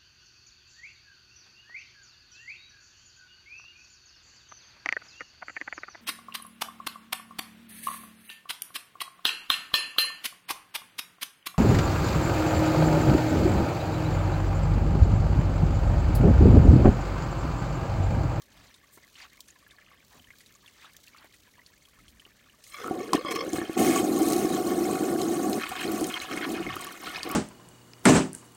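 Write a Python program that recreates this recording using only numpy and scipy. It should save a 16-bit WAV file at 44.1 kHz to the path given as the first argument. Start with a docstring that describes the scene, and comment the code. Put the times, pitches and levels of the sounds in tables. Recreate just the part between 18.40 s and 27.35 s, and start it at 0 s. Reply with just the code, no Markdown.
"""Water trickles and drips in a toilet bowl in a garden, amid rustling, rubbing and far hiss; then it flushes.
Drips and bubbles are damped sines of rising pitch; sprays and jets are shaped noise mixed with bubbles.
Air and water sputter through the rim channel, whose pipe resonances colour hum, splash and jet hiss alike.
The flow chokes and surges again while the inlet tube splutters; knocks, rubs and low rumbles join in.
"""
import sys
import numpy as np
from scipy import signal
from scipy.fft import rfft, irfft, next_fast_len
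from scipy.io import wavfile
from scipy.ndimage import uniform_filter1d, map_coordinates

SR = 44100
rng = np.random.default_rng(int(sys.argv[2]) if len(sys.argv) > 2 else 0)


def generate_wav(sig):
    """Save sig (samples, or channels by samples) to the path in sys.argv[1] as 16-bit PCM at SR."""
    pcm = np.round(np.clip(np.atleast_2d(sig).T, -1, 1) * 32767).astype(np.int16)
    wavfile.write(sys.argv[1], SR, pcm)


N = 394694

# spectra driving the channel, relative: f/Hz, level/dB
GURGLE_SPECTRUM = [(35, -46), (60, -10), (150, -7.5), (200, 4), (400, 4), (750, -7), (900, -16.5),
                   (1150, -17), (2000, -39), (5000, -74)]
SPLASH_SPECTRUM = [(300, 12.5), (750, 12.5), (900, 2.5), (1100, 4.5), (2200, 0), (3200, 2), (4500, 8),
                   (7000, -2), (15000, -65)]
JET_SPECTRUM = [(2060, -56), (3660, -8), (4230, -3.5), (4860, -10), (6530, 2), (7650, -2), (8300, 3),
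                (10400, -3.5), (13200, -3), (15800, -5.5)]
SHAKE_DB = 1.5  # how far slugs shake the splash
SLOSH_HZ, SLOSH_SPREAD = 2460, 0.8  # brighter thrown water: centre, width in log units


def flush():
    """Source and resonator: air drives the channel low, splashes ring it higher, jets hiss from its holes."""
    hum_gain, splash_gain, slosh_gain, hiss_gain = flow()
    # at full flow single bubbles merge into a more even roar
    loose = 1 / (1 + (hiss_gain / amp(-37)) ** 2)
    surge = wobble(25)  # slugs of water shake hum, splash and jets together

    pushes = amp(0.85 * wobble(60) + 0.62 * surge) * rng.standard_normal(N)
    hum = filtered(pushes, lambda f: colour(GURGLE_SPECTRUM)(f) * channel(direct_db=-20)(f))

    drops = bubbles(count=5500, centre_hz=2214, spread=0.412, cycles=19.6,
                    spike_db=4.0, clump_db=1.12, since=FLOW_LEVELS[0][0])
    drops = water(drops, share=0.7 * loose, bed=patchy(2.5, size=4, order=5))
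    shaken = amp(SHAKE_DB * surge) * drops
    splash = filtered(shaken, lambda f: colour(SPLASH_SPECTRUM)(f) * channel(direct_db=-9)(f))

    bright = lambda f: np.exp(-(np.log((f + 1) / SLOSH_HZ) / SLOSH_SPREAD) ** 2 / 2)
    thrown = filtered(drops, lambda f: bright(f) * channel(direct_db=-12)(f))

    fizz = bubbles(count=4000, centre_hz=6123, spread=0.458, cycles=59, spike_db=6.0, clump_db=2.5)
    fizz = water(fizz, share=0.41 * loose, bed=patchy(2.8, size=10, order=6))
    fizz = water(spatter(count=900, spike_db=3, t60=0.015), share=0.3 * loose, bed=fizz)
    jets = filtered(amp(0.97 * surge) * fizz, lambda f: colour(JET_SPECTRUM)(f) * channel(direct_db=-3)(f))
    return (hum_gain * unit(hum) + splash_gain * unit(splash)
            + slosh_gain * unit(thrown) + hiss_gain * unit(jets))


# steady flow under the surges: t/s, hum level/dB, splash level/dB, jet hiss level/dB
FLOW_LEVELS = [(4.15, -84, -111, -84), (4.27, -101, -74, -55.5), (4.4, -71, -46, -53),
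               (4.56, -39, -53.5, -54.5), (4.8, -47, -49.5, -55), (5.1, -41, -49, -52),
               (5.36, -42.5, -47, -52), (5.65, -59, -43, -51), (7.18, -34, -45, -44.5),
               (7.29, -51.5, -43, -47), (7.43, -40, -44, -51), (7.72, -44.5, -45.5, -51),
               (7.86, -57, -44, -49.5), (8.4, -46.5, -44.5, -52), (8.6, -55, -49, -51),
               (8.66, -46, -43, -47), (8.95, -80, -40, -55)]
# air chokes through the channel until water shuts it:
# start t/s, end t/s, hum level at start/dB, hum level at end/dB, jet hiss level at start/dB
AIR_SURGES = [(4.438, 4.503, -47, -36, -69), (4.516, 4.62, -40, -38.5, -72),
              (4.725, 4.754, -36, -25.5, -59), (4.884, 5.113, -42, -50, -60), (5.131, 5.198, -37, -38, -42),
              (5.21, 5.245, -43, -39, -60), (5.37, 5.42, -24, -41, -49), (5.392, 7.187, -24, -30.5, -38),
              (7.45, 7.701, -36, -32, -45), (7.902, 8.064, -40, -39, -70), (8.068, 8.152, -35, -32.5, -47),
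              (8.157, 8.229, -38, -39, -66), (8.258, 8.297, -33, -47, -65), (8.854, 8.953, -38, -40.5, -52)]
SURGE_OPEN_S, SURGE_SHUT_S = 0.0042, 0.0032  # time to change by 10 dB
KICK_DB, KICK_S = 5, 0.021  # extra push after the channel opens, and when it peaks
# water thrown into the bowl: start t/s, end t/s, splash level/dB, jet hiss level/dB
THROWN_WATER = [(4.732, 4.768, -40, -45), (4.909, 4.924, -39, -38), (4.951, 4.966, -41, -40),
                (5.16, 5.236, -53.5, -66), (5.378, 5.603, -37, -36), (5.828, 6.06, -56, -42),
                (7.197, 7.203, -45, -62), (7.212, 7.244, -39, -54), (7.266, 7.269, -42, -57),
                (7.355, 7.377, -42, -52), (7.389, 7.405, -40, -48), (7.409, 7.42, -42, -44),
                (7.429, 7.449, -44, -46), (7.702, 7.743, -45.5, -52), (7.757, 7.776, -38.5, -61),
                (7.814, 7.845, -47, -51), (7.912, 7.939, -44.5, -51), (7.96, 7.986, -46, -47),
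                (8.013, 8.053, -41.5, -63), (8.147, 8.176, -47, -59), (8.229, 8.229, -47, -64),
                (8.25, 8.254, -46, -62), (8.298, 8.34, -50.5, -67), (8.409, 8.415, -53, -41.5),
                (8.658, 8.675, -49, -57), (8.774, 8.794, -55, -59)]
SLOSH_RISE_S, SLOSH_FALL_S = 0.0016, 0.0059  # time to change by 10 dB


def flow():
    """Intermittent flow: surge hum gains add to the steady flow, jet gains add as powers."""
    hum, splash, hiss = levels(FLOW_LEVELS)
    a, b, first_db, last_db, jet_db = np.transpose(AIR_SURGES)
    hum = hum + spells(a, b, first_db, last_db, SURGE_OPEN_S, SURGE_SHUT_S, KICK_DB, KICK_S)
    surge_hiss = spells(a, b, jet_db, jet_db + last_db - first_db, SURGE_OPEN_S, SURGE_SHUT_S)
    hiss = np.hypot(hiss, surge_hiss)

    a, b, splash_db, jet_db = np.transpose(THROWN_WATER)
    slosh = spells(a, b, splash_db, splash_db, SLOSH_RISE_S, SLOSH_FALL_S)
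    slosh_hiss = spells(a, b, jet_db, jet_db, SLOSH_RISE_S, SLOSH_FALL_S)
    return hum, splash, slosh, np.hypot(hiss, slosh_hiss)


# air column of the rim channel: f/Hz, width/Hz, level/dB
CHANNEL_MODES = [(196, 330, -13.5), (330.7, 44.6, -3.5), (743, 68, -1.5), (1126, 52, 1.5), (1295, 36, -3.5),
                 (1438, 10, 0.5), (1700, 17, -6), (1807, 20, -2), (2157, 95, -2.5), (2498, 40, -1),
                 (2887, 100, -7), (3144, 42, 0.5), (4050, 110, -14), (5240, 85, -5.5), (6400, 65, -19),
                 (8560, 45, -24)]


def channel(direct_db):
    """Modal superposition: resonances of the air column plus the sound that bypasses it."""
    def response(f):
        modes = sum(amp(db) * 1j * f * width / (centre * centre - f * f + 1j * f * width)
                    for centre, width, db in CHANNEL_MODES)
        return modes + amp(direct_db)
    return response


# water slugs that burst in the channel, levels nominal:
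# t/s, level/dB, bubble f/Hz, thump and crack level/dB relative to the slug
SLUG_BURSTS = [(4.441, -11, 1240, -22, -49), (4.461, -11, 1280, -28, -33), (4.479, -8, 1330, -27, -39),
               (4.508, -9, 726, -4, -40), (4.731, 6, 1016, -30, -18), (4.75, -13.5, 1170, -1, -7),
               (4.776, -11.5, 1056, -11, -25), (4.847, -10.5, 1140, -13.5, -25),
               (4.956, -14.5, 1130, -7, -11), (5.076, -29, 1070, 8, -13), (5.131, -1, 6900, -21.5, -27),
               (5.144, -30.5, 1190, 16, -26), (5.182, -12, 1670, -2.5, -36), (5.214, -9.5, 1720, -8, -41),
               (5.294, -22, 1690, 6, -26), (5.761, -6, 6520, -30, -23), (5.931, -16.5, 746, -8, 1.5),
               (6.046, -17.5, 1090, 6.5, -23), (6.146, -6, 6600, -26, -22), (6.815, -6.5, 3980, -36, -15),
               (6.96, -18, 1140, -2, -23), (7.129, -8.5, 4160, -30, -13.5), (7.314, -12, 774, -21, -19),
               (7.612, -18, 1030, 5, -17), (7.641, -1.5, 6800, -25, -22), (7.739, -1.5, 3160, -40, -27),
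               (7.8, -5, 3970, -37, -30), (7.972, -9.5, 2140, -11, -20), (8.364, -8.5, 1216, -20.5, -23),
               (8.264, -8, 2120, -38, -41), (8.288, -12, 2095, -38, -35), (8.466, -17, 1130, -32, -11),
               (8.757, -8.5, 2480, -34, -36), (8.83, 2, 4600, -47, -24), (8.905, -12.5, 1170, -19, -33)]


def bursts():
    """Impulsive excitation: a slug's crack of spray, bubble and low push all ring the channel."""
    s, db, hz, thump_db, crack_db = np.transpose(SLUG_BURSTS)
    pop = blips(s + 0.001635, hz, amp(db - 13), cycles=17.7, rise=0.018)
    push = blips(s + 0.0018, np.full(len(s), 340.), amp(db + thump_db + 6.5), cycles=2.4, rise=0)
    short_crack = puffs(s + 0.0022, amp(db + crack_db - 8.0), t60=0.0084)
    long_crack = puffs(s + 0.0015, amp(db + crack_db - 9.0), t60=0.032)
    spit = colour([(700, -24), (2000, -2.0), (4000, 6.0), (9000, 1.5), (16000, -13.0)])
    ring = filtered(short_crack + long_crack, lambda f: spit(f) * channel(direct_db=-3)(f))
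    return filtered(pop, channel(direct_db=-8.0)) + filtered(push, channel(direct_db=-10.0)) + ring


# resonances of the inlet tube: centre f/Hz, nominal level/dB
INLET_MODES = [(1150, -2), (1760, -11), (2170, -7), (2620, -18.5), (3270, -10), (4250, -14.5), (5250, -14),
               (6200, -22)]
# air trapped in the inlet as it fills, and a last sinking glug: t/s, pocket f/Hz, nominal level/dB
AIR_POCKET = [(4.33, 622, -72), (4.429, 447.7, -39), (4.49, 480, -46.5), (4.789, 420, -37.5),
              (4.84, 606, -57), (4.864, 616.4, -37), (4.905, 486, -37.5), (4.95, 409.4, -37),
              (5.042, 519, -36), (5.15, 618, -69), (8.15, 262, -79), (8.19, 200, -45), (8.35, 110, -44.5),
              (8.42, 100.2, -68)]
# air spits through the inlet tube: start t/s, end t/s, nominal level/dB
AIR_SPITS = [(4.315, 4.339, -50.5), (4.345, 4.437, -44), (4.593, 4.654, -49.5), (4.783, 5.039, -47.5),
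             (4.87, 4.903, -40.5), (4.918, 4.926, -35), (4.959, 4.966, -34), (4.992, 5.013, -40)]
SPIT_RISE_S, SPIT_FALL_S = 0.0068, 0.0085  # time to change by 10 dB
SPIT_RATE, SPIT_T60, SPIT_BED = 48, 0.052, 0.31  # middle bubble rate /s, decay s, steady part
TUBE_WAVER = 0.025  # scale of the tube's relative pitch wander


def splutter():
    """Resonance of enclosed air: bubbles ring the short inlet tube while a pocket glides in pitch."""
    s, *cols = np.transpose(AIR_POCKET)
    pocket_hz, pocket_db = [np.interp(np.arange(N) / SR, s, c) for c in cols]
    tube = np.zeros(N)
    for hz, db in INLET_MODES:
        gain = amp(db + 4.4 * wobble(30))
        tube += gain * narrow(hz * (1 + TUBE_WAVER * wobble(12)), width_hz=90 + 0.07 * hz)

    # each whole beat starts a bubble, at an uneven rate
    beats = np.cumsum(SPIT_RATE * amp(3.3 * wobble(30))) / SR
    since = beats % 1 / SPIT_RATE
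    decay = amp(-60 * since / SPIT_T60 + 2.0 * wobble(54))
    beads = SPIT_BED + unit((1 - np.exp(-since / 0.0022)) * decay)

    sounding = (np.arange(N) > s[0] * SR) & (np.arange(N) < s[-1] * SR)
    a, b, db = np.transpose(AIR_SPITS)
    spits = spells(a, b, db, db, SPIT_RISE_S, SPIT_FALL_S)
    pocket = sounding * amp(pocket_db) * narrow(pocket_hz, width_hz=86)
    return unit(beads) * (spits * tube + pocket)


# fine spray off the rim: t/s, nominal level/dB
RIM_SPRAYS = [(7.291, -27), (7.5184, -24), (7.6687, -24), (8.3565, -29.5), (8.445, -27), (8.5225, -31),
              (8.891, -29), (8.9144, -22)]
SPRAY_T60, SPRAY_LOW_HZ = 0.02, 7950  # decay s, high-pass corner


def sprays():
    """Decaying broadband noise: scattering droplets hiss briefly above a second-order high-pass."""
    s, db = np.transpose(RIM_SPRAYS)
    return filtered(puffs(s, amp(db), SPRAY_T60), lambda hz: (1j * hz / (SPRAY_LOW_HZ + 1j * hz)) ** 2)


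# single drips, levels nominal: t/s, level/dB, f/Hz, spray level/dB relative to the drip
SINGLE_DRIPS = [(0.342, -40.5, 3700, -12), (0.755, -38, 2920, -38), (1.084, -42.5, 6110, -7),
                (1.105, -36, 6800, -33), (1.265, -43, 1700, -33), (1.309, -41.5, 3570, -14),
                (1.385, -40, 1740, -27), (1.515, -44, 1190, -27), (2.061, -41.5, 3880, -12),
                (1.796, -42, 3020, -29), (1.844, -43, 3060, -20), (1.885, -47, 2000, -27),
                (1.905, -34.5, 2070, -26), (1.935, -48, 1600, -31), (2.006, -44, 1990, -9),
                (2.152, -40, 6800, -24), (2.261, -39, 3380, -27), (2.278, -40, 2720, -15),
                (2.445, -38, 1260, -20), (2.675, -40, 2640, -26), (2.747, -40.5, 1240, -38),
                (2.784, -40, 4430, -33), (2.94, -47.5, 1950, -6), (3.192, -43, 1920, -35),
                (3.263, -38, 4510, -15), (3.453, -43, 3230, -16), (3.588, -47.5, 1260, -12),
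                (3.681, -42, 3180, -11.5), (3.797, -38.5, 3000, -16), (3.852, -37, 2900, -37),
                (4.097, -44, 2880, -23), (4.24, -40.5, 5100, -6.5)]


def drips():
    """Bubble resonance and reflection: clear drips with a spit of spray, echoed by the bowl's far wall."""
    s, db, hz, spray_db = np.transpose(SINGLE_DRIPS)
    drop = blips(s, hz, amp(db - 3.0), cycles=16.0, rise=0.019)
    echo = blips(s + 0.0036, hz, amp(db - 5), cycles=20, rise=0.01)
    spit = puffs(s, amp(db + spray_db - 2.0), t60=0.016) + puffs(s, amp(db + spray_db - 1.5), t60=0.094)
    spray = colour([(1000, -22.0), (2500, 4.0), (5000, 2.5), (10000, 2.0), (16000, -27)])
    return drop + echo + filtered(spit, spray)


# before the flush: t/s, trickle level/dB, rustle level/dB
CALM_LEVELS = [(0.0, -64, -64), (1.1, -64.5, -63), (1.3, -62, -67), (1.6, -60, -66), (1.7, -69, -60),
               (2, -65, -62.5), (4.2, -66, -63.5), (4.3, -63, -55)]
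# relative spectra: f/Hz, level/dB
TRICKLE_SPECTRUM = [(350, -10), (600, 5), (797, -11.5), (1150, -2.5), (1420, -9), (1720, -0.5), (3020, -4),
                    (5000, -4.5), (6500, -36), (11000, -120)]
RUSTLE_SPECTRUM = [(1470, -67), (2500, -16), (3060, -3.5), (4530, -1.5), (5010, -7), (6070, -2.5),
                   (10500, -11), (15800, -7.5)]


def calm():
    """Random superposition: bubbles make a thin trickle, sharp ticks a rustle of leaves and cloth."""
    trickle_gain, rustle_gain = levels(CALM_LEVELS)
    run = bubbles(count=4000, centre_hz=2095, spread=0.363, cycles=20, spike_db=5.5, clump_db=5)
    run = water(run, share=0.47, bed=patchy(5.2, size=3, order=5))
    run = filtered(run, lambda f: colour(TRICKLE_SPECTRUM)(f) * channel(direct_db=3)(f))
    ticks = spatter(count=500, spike_db=4.5, t60=0.025)
    ticks = water(ticks, share=0.45, bed=patchy(4, size=30, order=3))
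    return trickle_gain * unit(run) + rustle_gain * unit(filtered(ticks, colour(RUSTLE_SPECTRUM)))


# dull knocks of a hand on the phone: t/s, nominal level/dB, f/Hz
HAND_KNOCKS = [(0.574, -49, 380), (2.844, -51, 584), (3.864, -56, 646)]


def knocks():
    """Heavy damping: a blow dies within a few cycles, with a dull thud of noise."""
    s, db, hz = np.transpose(HAND_KNOCKS)
    dull = colour([(60, -13), (300, 4), (1200, 1.0), (3000, -16)])
    thud = filtered(puffs(s, amp(db + 11.0), t60=0.056), dull)
    return blips(s, hz, amp(db - 9), cycles=3.6, rise=0) + thud


# cloth or skin rubbing near the phone: start t/s, end t/s, nominal level/dB, first f/Hz, last f/Hz
RUB_STROKES = [(0.052, 0.333, -59, 730, 3320), (.51, 0.569, -58, 10000, 9000),
               (0.72, 0.872, -52, 3460, 1560), (1.674, 1.81, -61.5, 1500, 496),
               (2.328, 2.51, -56, 3640, 1420), (2.694, 2.882, -61.5, 1500, 1510)]


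def rubs():
    """Friction noise: scratchy strokes swell and fade as their colour crossfades from first to last."""
    out, grit = np.zeros(N), patchy(4.3, size=4, order=4)
    for start, end, db, first_hz, last_hz in RUB_STROKES:
        a, b = round(start * SR), round(end * SR)
        u, f = np.linspace(0, 1, b - a), np.fft.rfftfreq(b - a, 1 / SR)
        swell = np.sin(np.pi * u ** 2.0) ** 0.5
        for hz, weight in ((first_hz, 1 - u), (last_hz, u)):
            band = np.exp(-(np.log((f + 1) / hz) / 0.78) ** 2)
            scratch = irfft(rfft(grit[a:b]) * band, b - a)
            out[a:b] += amp(db) * np.sqrt(weight) * swell * unit(scratch)
    return out


# relative spectra of low rumble and outdoor hiss: f/Hz, level/dB
RUMBLE_SPECTRUM = [(15, -40), (25, 9), (54, 12), (135, -1), (215, 1), (300, 0), (390, -34), (660, -120)]
GARDEN_SPECTRUM = [(35, -27), (60, 8), (337, 2), (762, -7.5), (1570, -10), (1890, -16), (3020, -12),
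                   (4490, -40), (4920, -15), (6360, -14.5), (15800, -25.5)]
GARDEN_DB = -67.5
# low thumps and rumbles: start t/s, end t/s, level/dB
LOW_RUMBLES = [(0.184, 0.222, -58.5), (1.8, 1.817, -60), (3.623, 3.785, -63), (8.097, 8.314, -54)]
FAINT_RUMBLE_DB = -72  # level that never stops
RUMBLE_RISE_S, RUMBLE_FALL_S = 0.047, 0.037  # time to change by 10 dB


def garden():
    """Stationary and modulated noise: far outdoor hiss; low thumps and rumbles swell over a faint one."""
    rumble = filtered(amp(2.0 * wobble(22)) * rng.standard_normal(N), colour(RUMBLE_SPECTRUM))
    a, b, db = np.transpose(LOW_RUMBLES)
    rumble_gain = amp(FAINT_RUMBLE_DB) + spells(a, b, db, db, RUMBLE_RISE_S, RUMBLE_FALL_S)
    hiss = filtered(rng.standard_normal(N), colour(GARDEN_SPECTRUM))
    return amp(GARDEN_DB) * unit(hiss) + rumble_gain * unit(rumble)


def blips(s, hz, gain, cycles, rise):
    """Bubble resonance: quickly starting damped sines whose pitch rises, unless rise is 0, as they die."""
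    t = np.arange(800) / SR
    turns = t * hz[:, None]
    shape = (1 - np.exp(-turns / 0.18)) * np.exp(-3 * turns / cycles)
    phase = 2 * np.pi * turns * (1 + rise * np.minimum(turns / cycles, 2))
    wave = gain[:, None] * shape * np.sin(phase)
    at = (s * SR).astype(int)[:, None] + np.arange(len(t))
    return np.bincount(at.ravel(), wave.ravel(), N + len(t))[:N]


def bubbles(count, centre_hz, spread, cycles, spike_db, clump_db, since=0):
    """Random superposition: a crowd of bubbles of uneven pitch and strength; rms 1."""
    when = clumped(count, clump_db, rate=30, since=since)
    pitch, size = rng.standard_normal((2, count))
    hz = np.clip(centre_hz * np.exp(spread * pitch), 950, SR / 3)
    return unit(blips(when, hz, amp(spike_db * size), cycles, rise=0.061))


def water(grains, share, bed):
    """Power sharing: grains such as bubbles or ticks mix with a bed at constant total power."""
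    share = np.clip(share, 0, 1)
    return np.sqrt(share) * grains + np.sqrt(1 - share) * bed


def spatter(count, spike_db, t60):
    """Impulsive noise: sharp ticks, such as droplets breaking, come in clumps; rms 1."""
    when = clumped(count, clump_db=6, rate=6)
    return unit(puffs(when, amp(spike_db * rng.exponential(size=count)), t60))


def puffs(s, gain, t60):
    """Exponential decay: sudden bursts of noise fall by 60 dB in t60 seconds."""
    kick = np.bincount((s * SR).astype(int), gain, N)
    decay = amp(-60 * np.arange(4000) / SR / t60)
    return signal.fftconvolve(kick, decay)[:N] * rng.standard_normal(N)


def patchy(depth_db, size, order):
    """Time-frequency modulation: noise gain drifts in patches, size bins wide and order frames long; rms 1."""
    z = signal.stft(rng.standard_normal(N + 256), nperseg=256)[2]
    field = uniform_filter1d(rng.standard_normal(z.shape), size, 0)
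    field = uniform_filter1d(field, order, 1)
    return unit(signal.istft(z * amp(depth_db * unit(field)), nperseg=256)[1][:N])


def narrow(hz, width_hz):
    """Narrow-band noise: slow random quadrature gains on a carrier that glides along hz; rms 1."""
    phase = 2 * np.pi * np.cumsum(hz) / SR
    return unit(wobble(width_hz) * np.cos(phase) + wobble(width_hz) * np.sin(phase))


def clumped(count, clump_db, rate, since=0):
    """Uneven event density: random moments (s) crowd together and thin out."""
    density = amp(clump_db * wobble(rate)) * (np.arange(N) >= since * SR)
    odds = np.cumsum(density)
    return np.searchsorted(odds, rng.random(count) * odds[-1]).clip(0, N - 1) / SR


def spells(start, end, first_db, last_db, rise_s, fall_s, kick_db=0, kick_s=1):
    """Exponential onset and release: gains rise, drift from first to last level, and fall."""
    t, out = np.arange(N) / SR, np.zeros(N)
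    for a, b, first, last in zip(start, end, first_db, last_db):
        near = slice(max(0, round((a - 6 * rise_s) * SR)), round((b + 6 * fall_s) * SR))
        u = t[near]
        since = np.maximum(u - a, 0) / kick_s
        db = np.interp(u, [a, b], [first, last]) + kick_db * since * np.exp(1 - since)
        out[near] += amp(db - 10 * np.maximum(a - u, 0) / rise_s - 10 * np.maximum(u - b, 0) / fall_s)
    return out


def levels(rows):
    """Logarithmic interpolation: one gain curve for each dB column, -120 dB outside the table."""
    s, *cols = np.transpose(rows)
    return [amp(np.interp(np.arange(N) / SR, s, c, left=-120, right=-120)) for c in cols]


def wobble(rate):
    """Band-limited fluctuation: a smooth random curve, rate knots a second."""
    knots = rng.standard_normal(int(N * rate / SR) + 4)
    return map_coordinates(knots, [np.arange(N) * rate / SR])


def filtered(x, response):
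    """Linear filtering: the spectrum of x times a complex response of frequency."""
    m = next_fast_len(N + SR // 2)
    return irfft(rfft(x, m) * response(np.fft.rfftfreq(m, 1 / SR)), m)[:N]


def colour(points):
    """Spectral envelope: gain read from (f/Hz, level/dB) points on a log axis."""
    f, db = np.transpose(points)
    return lambda hz: amp(np.interp(np.log(hz + 1), np.log(f + 1), db))


def amp(db):
    """Level to amplitude ratio: 20 dB is a factor of ten."""
    return 10 ** (np.asarray(db) / 20)


def unit(x):
    """Power normalisation: scales x to rms 1."""
    return x / np.sqrt(np.mean(x ** 2) + 1e-20)


def scene():
    """Linear superposition: all sources add."""
    return (garden() + calm() + drips() + knocks() + rubs()
            + splutter() + flush() + bursts() + sprays())[None]


MIC_LOW_HZ, TOP_HZ = 29.5, 15900  # the microphone fades below the first; nothing is kept from the second up


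def record(dry):
    """Band limitation: the phone loses the deepest bass and keeps nothing above its band limit."""
    return filtered(dry[0], lambda hz: (1j * hz / (MIC_LOW_HZ + 1j * hz)) ** 2 * (hz < TOP_HZ))[None]


dry = scene()
out = record(dry)
generate_wav(out)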